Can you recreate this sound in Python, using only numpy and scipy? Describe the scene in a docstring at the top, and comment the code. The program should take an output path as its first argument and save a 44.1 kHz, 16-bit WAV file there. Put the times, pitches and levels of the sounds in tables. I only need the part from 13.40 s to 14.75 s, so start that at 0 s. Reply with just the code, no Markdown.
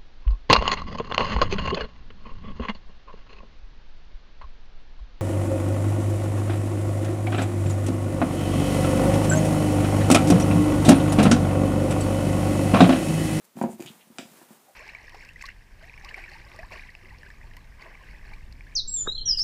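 """Two young cats scuffle at a hollow cube of foam mats on a hard living room floor.
First fur brushes the foam with a soft hiss. Then one cat dives in through the hole: paws and
body thump the cube and make it ring, while claws tick and skid on the floor. At about 0.8 s
a hind foot comes down with one sharp clack. Lighter bumps and rubs end the scuffle.
A short echo and the faint hush of the room lie behind it all."""
import sys
import numpy as np
from scipy import signal
from scipy.fft import rfft, irfft
from scipy.io import wavfile

SR = 44100
rng = np.random.default_rng(int(sys.argv[2]) if len(sys.argv) > 2 else 0)


def transcribe(u):
    """Save the signal u as a 16-bit wav file named by the first command-line argument.

    u: samples, shape (n,) or (channels, n), limited to [-1, 1]; the rate is SR.
    q: integer samples, one column per channel.
    """
    v = np.clip(np.atleast_2d(u).T, -1, 1)
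    q = np.round(v * 32767).astype(np.int16)
    wavfile.write(sys.argv[1], SR, q)


N = 59535
TIME = np.arange(N) / SR


def from_db(db):
    """Turn decibels into a number to multiply a sound by."""
    return 10 ** (np.asarray(db) / 20)


def rms_one(x):
    """Scale a sound so that its average strength (rms) is 1."""
    return x / np.sqrt(np.mean(x ** 2) + 1e-20)


def at_hz(points, hz):
    """Read between the rows of a table, with every octave equally wide."""
    pitches, values = np.transpose(points)
    return np.interp(np.log(np.maximum(hz, 1)), np.log(pitches), values)


def filtered(x, hz, kind, order=2):
    """Keep the lows, the highs or a band of a sound, or take a band out."""
    sections = signal.butter(order, np.clip(hz, 10, .45 * SR), kind, fs=SR, output="sos")
    return signal.sosfilt(sections, x + 1e-18)


def coloured(spectrum):
    """Noise of strength 1 whose lows and highs follow a table."""
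    gains = from_db(at_hz(spectrum, np.fft.rfftfreq(N, 1 / SR)))
    return rms_one(irfft(rfft(rng.standard_normal(N)) * gains, N))


def click(start_s):
    """The shortest possible tap."""
    return np.maximum(0, 1 - np.abs(TIME - start_s) * SR)


def ring(force, tones):
    """A struck thing rings with several tones; each falls by 60 dB in its fade_s."""
    out = 0
    for pitch_hz, level_db, fade_s in tones:
        decay = from_db(-60 / (fade_s * SR))
        turn = decay * np.cos(2 * np.pi * pitch_hz / SR)
        tone = signal.lfilter([1, -turn], [1, -2 * turn, decay * decay], force + 1e-18)
        out = out + from_db(level_db) * tone
    return out


def thumps(thud_db=1, thud_cycles=15.9, crunch_db=-17, crunch_fade_s=0.041, foam_top_hz=1083):
    """Each blow is a smooth push that thuds, rings the cube and crushes the foam a little."""
    # soft blows of paws and bodies: time_s, level_db, brightness_hz, pitch_hz
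    blows = [(0.155, -33.5, 240, 257), (0.1632, -36.5, 330, 292), (0.1705, -30.5, 625, 211),
             (0.1884, -38.5, 1360, 245), (0.2139, -18, 920, 227.4), (0.218, -33.5, 1500, 303),
             (0.2383, -17, 786, 227.6), (0.2474, -23.5, 677, 269), (0.256, -23.5, 506, 224),
             (0.2684, -26, 576, 244.5), (0.2906, -33.5, 740, 466), (0.304, -39.5, 780, 317),
             (0.331, -40, 458, 186), (0.3406, -34, 432, 227), (0.396, -33.5, 680, 327),
             (0.4046, -27, 435, 315), (0.4258, -35.5, 546, 475), (0.4498, -39, 420, 159.6),
             (0.458, -44, 780, 145), (0.5023, -35, 277, 228), (0.6709, -49.5, 290, 213),
             (0.702, -41.5, 433, 241), (0.7246, -44.5, 260, 255), (0.7901, -31, 690, 263),
             (0.827, -41, 396, 306), (0.8524, -33.5, 209, 246), (0.9133, -40, 211, 212),
             (1.0152, -47.5, 970, 326), (1.027, -46, 370, 260), (1.1063, -41.5, 610, 228)]
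    # the tones the cube rings with: pitch_hz, level_db, fade_s
    cube_tones = [(180, -30, 0.13), (221, -19.5, 0.17), (278, -15.5, 0.16), (345.7, -7, 0.063),
                  (368.8, -17, 0.21), (497, -21.5, 0.21), (542.6, -14, .24), (585.3, -17.5, 0.22),
                  (677, 2, 0.024), (695, -15.5, 0.17), (754, -21, 0.15), (805, -0.5, 0.034),
                  (889.7, -7.5, .13), (948, -3, 0.079), (1051, -15.5, .2)]
    force, thud, crush = 0, 0, 0
    for time_s, level_db, brightness_hz, pitch_hz in blows:
        pulse = np.exp(-(np.pi * brightness_hz * (TIME - time_s)) ** 2)   # shorter is brighter
        push = from_db(level_db) * pulse / pulse.sum()
        force = force + push
        # the struck spot gives way and swings briefly
        thud = thud + ring(push, [(pitch_hz, thud_db, thud_cycles / pitch_hz)])
        fade = from_db(level_db - 60 * np.abs(TIME - time_s) / crunch_fade_s) * (TIME > time_s)
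        crush = crush + fade * (brightness_hz / foam_top_hz) ** 2
    body = filtered(thud + ring(force, cube_tones), 109, "high")   # a small cube gives little bass
    crunch_noise = rms_one(filtered(rng.standard_normal(N), (1090, 1940), "band"))
    muffled = filtered(body, foam_top_hz, "low", order=6)   # foam lets little treble through
    return muffled + from_db(crunch_db) * crush * crunch_noise


def clack(start_s=0.7851, level_db=-24.5, low_hz=480, top_hz=8600, hollow_hz=(4000, 4500)):
    """A hind foot knocks once on the floor boards, with a dip between its crack and its bright top."""
    # the tones of the knock: pitch_hz, level_db, fade_s
    knock_tones = [(715, -10.5, 0.023), (1450, -10.5, 0.0098), (1870, -12, 0.0083), (2430, -7, 0.0068),
                   (2850, -5.5, 0.0027), (3450, -3, 0.0026), (4750, -17, .012), (7400, -6, .003)]
    knock = ring(from_db(level_db) * click(start_s), knock_tones)
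    knock = filtered(knock, hollow_hz, "bandstop", order=1)
    knock = filtered(knock, low_hz, "high")
    return filtered(knock, top_hz, "low", order=6)


def claws():
    """Claws tap the hard floor, and each tap rings as a tiny, high tick."""
    # claw taps: start_s, level_db
    taps = [(0.168, -45.5), (0.213, -36), (0.2261, -40), (0.2279, -36), (0.4036, -36.5), (0.4085, -39),
            (0.4239, -33), (0.462, -34), (0.466, -37.5)]
    # the tones of a tick: pitch_hz, level_db, fade_s
    tick_tones = [(2440, -2, 0.0043), (2960, -14, 0.0036), (4720, -12.5, 0.0041), (6870, -3, 0.003),
                  (8100, -16, .004)]
    force = sum(from_db(level_db) * click(start_s) for start_s, level_db in taps)
    return ring(force, tick_tones)


def rattle(hits, level_db=-2, fade_s=0.022):
    """The floor boards shiver for an instant after each hard hit."""
    shiver = rng.standard_normal(N) * from_db(-60 * TIME / fade_s)
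    shiver = shiver / np.sqrt(np.sum(shiver ** 2))
    return from_db(level_db) * signal.fftconvolve(hits, shiver)[:N]


def skids(slips_per_s=3500):
    """A skid is many tiny slips that ring around one pitch, swelling and fading."""
    # short skids and rubs: middle_s, length_s, level_db, pitch_hz, width_hz
    slides = [(0.051, 0.01, -55, 8300, 9700), (0.192, 0.0092, -65, 8500, 3000),
              (0.229, 0.011, -49, 8800, 2970), (0.318, .03, -53.5, 8200, 2800),
              (0.483, 0.024, -45, 3305, 920), (0.615, .024, -59, 2590, 1180),
              (1.017, 0.009, -56, 1420, 596), (1.298, 0.029, -54.5, 668, 150)]
    out = 0
    for middle_s, length_s, level_db, pitch_hz, width_hz in slides:
        slips = rng.standard_normal(N) * (rng.random(N) < slips_per_s / SR)
        low_hz = np.sqrt(pitch_hz ** 2 + (width_hz / 2) ** 2) - width_hz / 2
        scrape = rms_one(filtered(slips, [low_hz, low_hz + width_hz], "band"))
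        swell = np.exp(-2 * ((TIME - middle_s) / length_s) ** 2)
        out = out + from_db(level_db) * swell * scrape
    return out


def fur(boost_db=0.5, flutter_db=1, flutter_hz=70):
    """Fur brushes the foam with a fine, uneven hiss that follows the cats' movement."""
    # how strongly the fur brushes: time_s, level_db
    brushing = [(0, -67.5), (0.05, -62.5), (0.135, -75), (0.18, -50.5), (0.235, -53.5), (0.27, -58),
                (0.33, -53), (0.375, -63), (0.415, -50.5), (0.47, -53), (0.52, -55), (0.66, -61.5),
                (0.72, -63), (0.8, -55.5), (0.87, -58), (0.98, -53), (1.08, -59.5), (1.12, -55.5),
                (1.2, -61), (1.35, -63)]
    # the lows and highs of the hiss: pitch_hz, level_db
    hiss_colour = [(100, -8), (200, 13.5), (400, 8.5), (900, 9), (1500, 4.5), (3000, -0.5), (5500, -3),
                   (8500, 1), (12000, -2), (15500, -1.5)]
    movement_db = np.interp(TIME, *np.transpose(brushing))
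    flutter = rms_one(filtered(rng.standard_normal(N), flutter_hz, "low"))
    return from_db(boost_db + movement_db + flutter_db * flutter) * coloured(hiss_colour)


def room_echo(sound, delay_s=0.003, early_db=1.5, early_fade_s=0.19):
    """Sound bounces around the room: dense early echoes and a tail whose very top dies first."""
    # how long the tail takes to fall by 60 dB: pitch_hz, fade_s
    tail_fades = [(150, 0.34), (600, 0.32), (2500, 0.25), (8000, 0.57), (15000, 0.05)]
    edges_hz = np.geomspace(60, 18000, 9)
    age = np.maximum(TIME - delay_s, 0)
    echo = 0
    for low_hz, high_hz in zip(edges_hz, edges_hz[1:]):
        tail = from_db(-60 * age / at_hz(tail_fades, np.sqrt(low_hz * high_hz)))
        early = from_db(early_db - 60 * age / early_fade_s)
        bounces = filtered(rng.standard_normal(N) * (age > 0), [low_hz, high_hz], "band")
        echo = echo + bounces * (tail + early)
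    return signal.fftconvolve(sound, echo / np.sqrt(np.sum(echo ** 2)))[:N]


def room_hush(level_db=-63.5):
    """The faint, steady noise of a quiet room."""
    # the lows and highs of the hush: pitch_hz, level_db
    hush_colour = [(30, -16), (70, -10), (130, -1), (250, 1), (700, -4), (1400, -6), (4000, -11),
                   (15500, -10.5)]
    return from_db(level_db) * coloured(hush_colour)


def scene():
    """Add up the hits and skids, their echo, the fur and the hush of the room."""
    bumps, ticks, knock, rubs = thumps(), claws(), clack(), skids()
    # the hard hits send the largest share of their sound into the echo
    echo = room_echo(from_db(-9.5) * bumps + from_db(-3) * ticks
                     + from_db(-1.5) * knock + from_db(-10.5) * rubs)
    direct = bumps + ticks + knock + rattle(ticks + knock) + rubs
    return (direct + echo + fur() + room_hush())[None]


def record(dry, low_hz=93.5, top_hz=15400):
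    """A small microphone picks up little bass, and the highest treble is cut off."""
    thin = filtered(dry, low_hz, "high", order=3)
    treble_cut = signal.ellip(10, .1, 70, top_hz, fs=SR, output="sos")
    return signal.sosfilt(treble_cut, thin)


dry = scene()
out = record(dry)
transcribe(out)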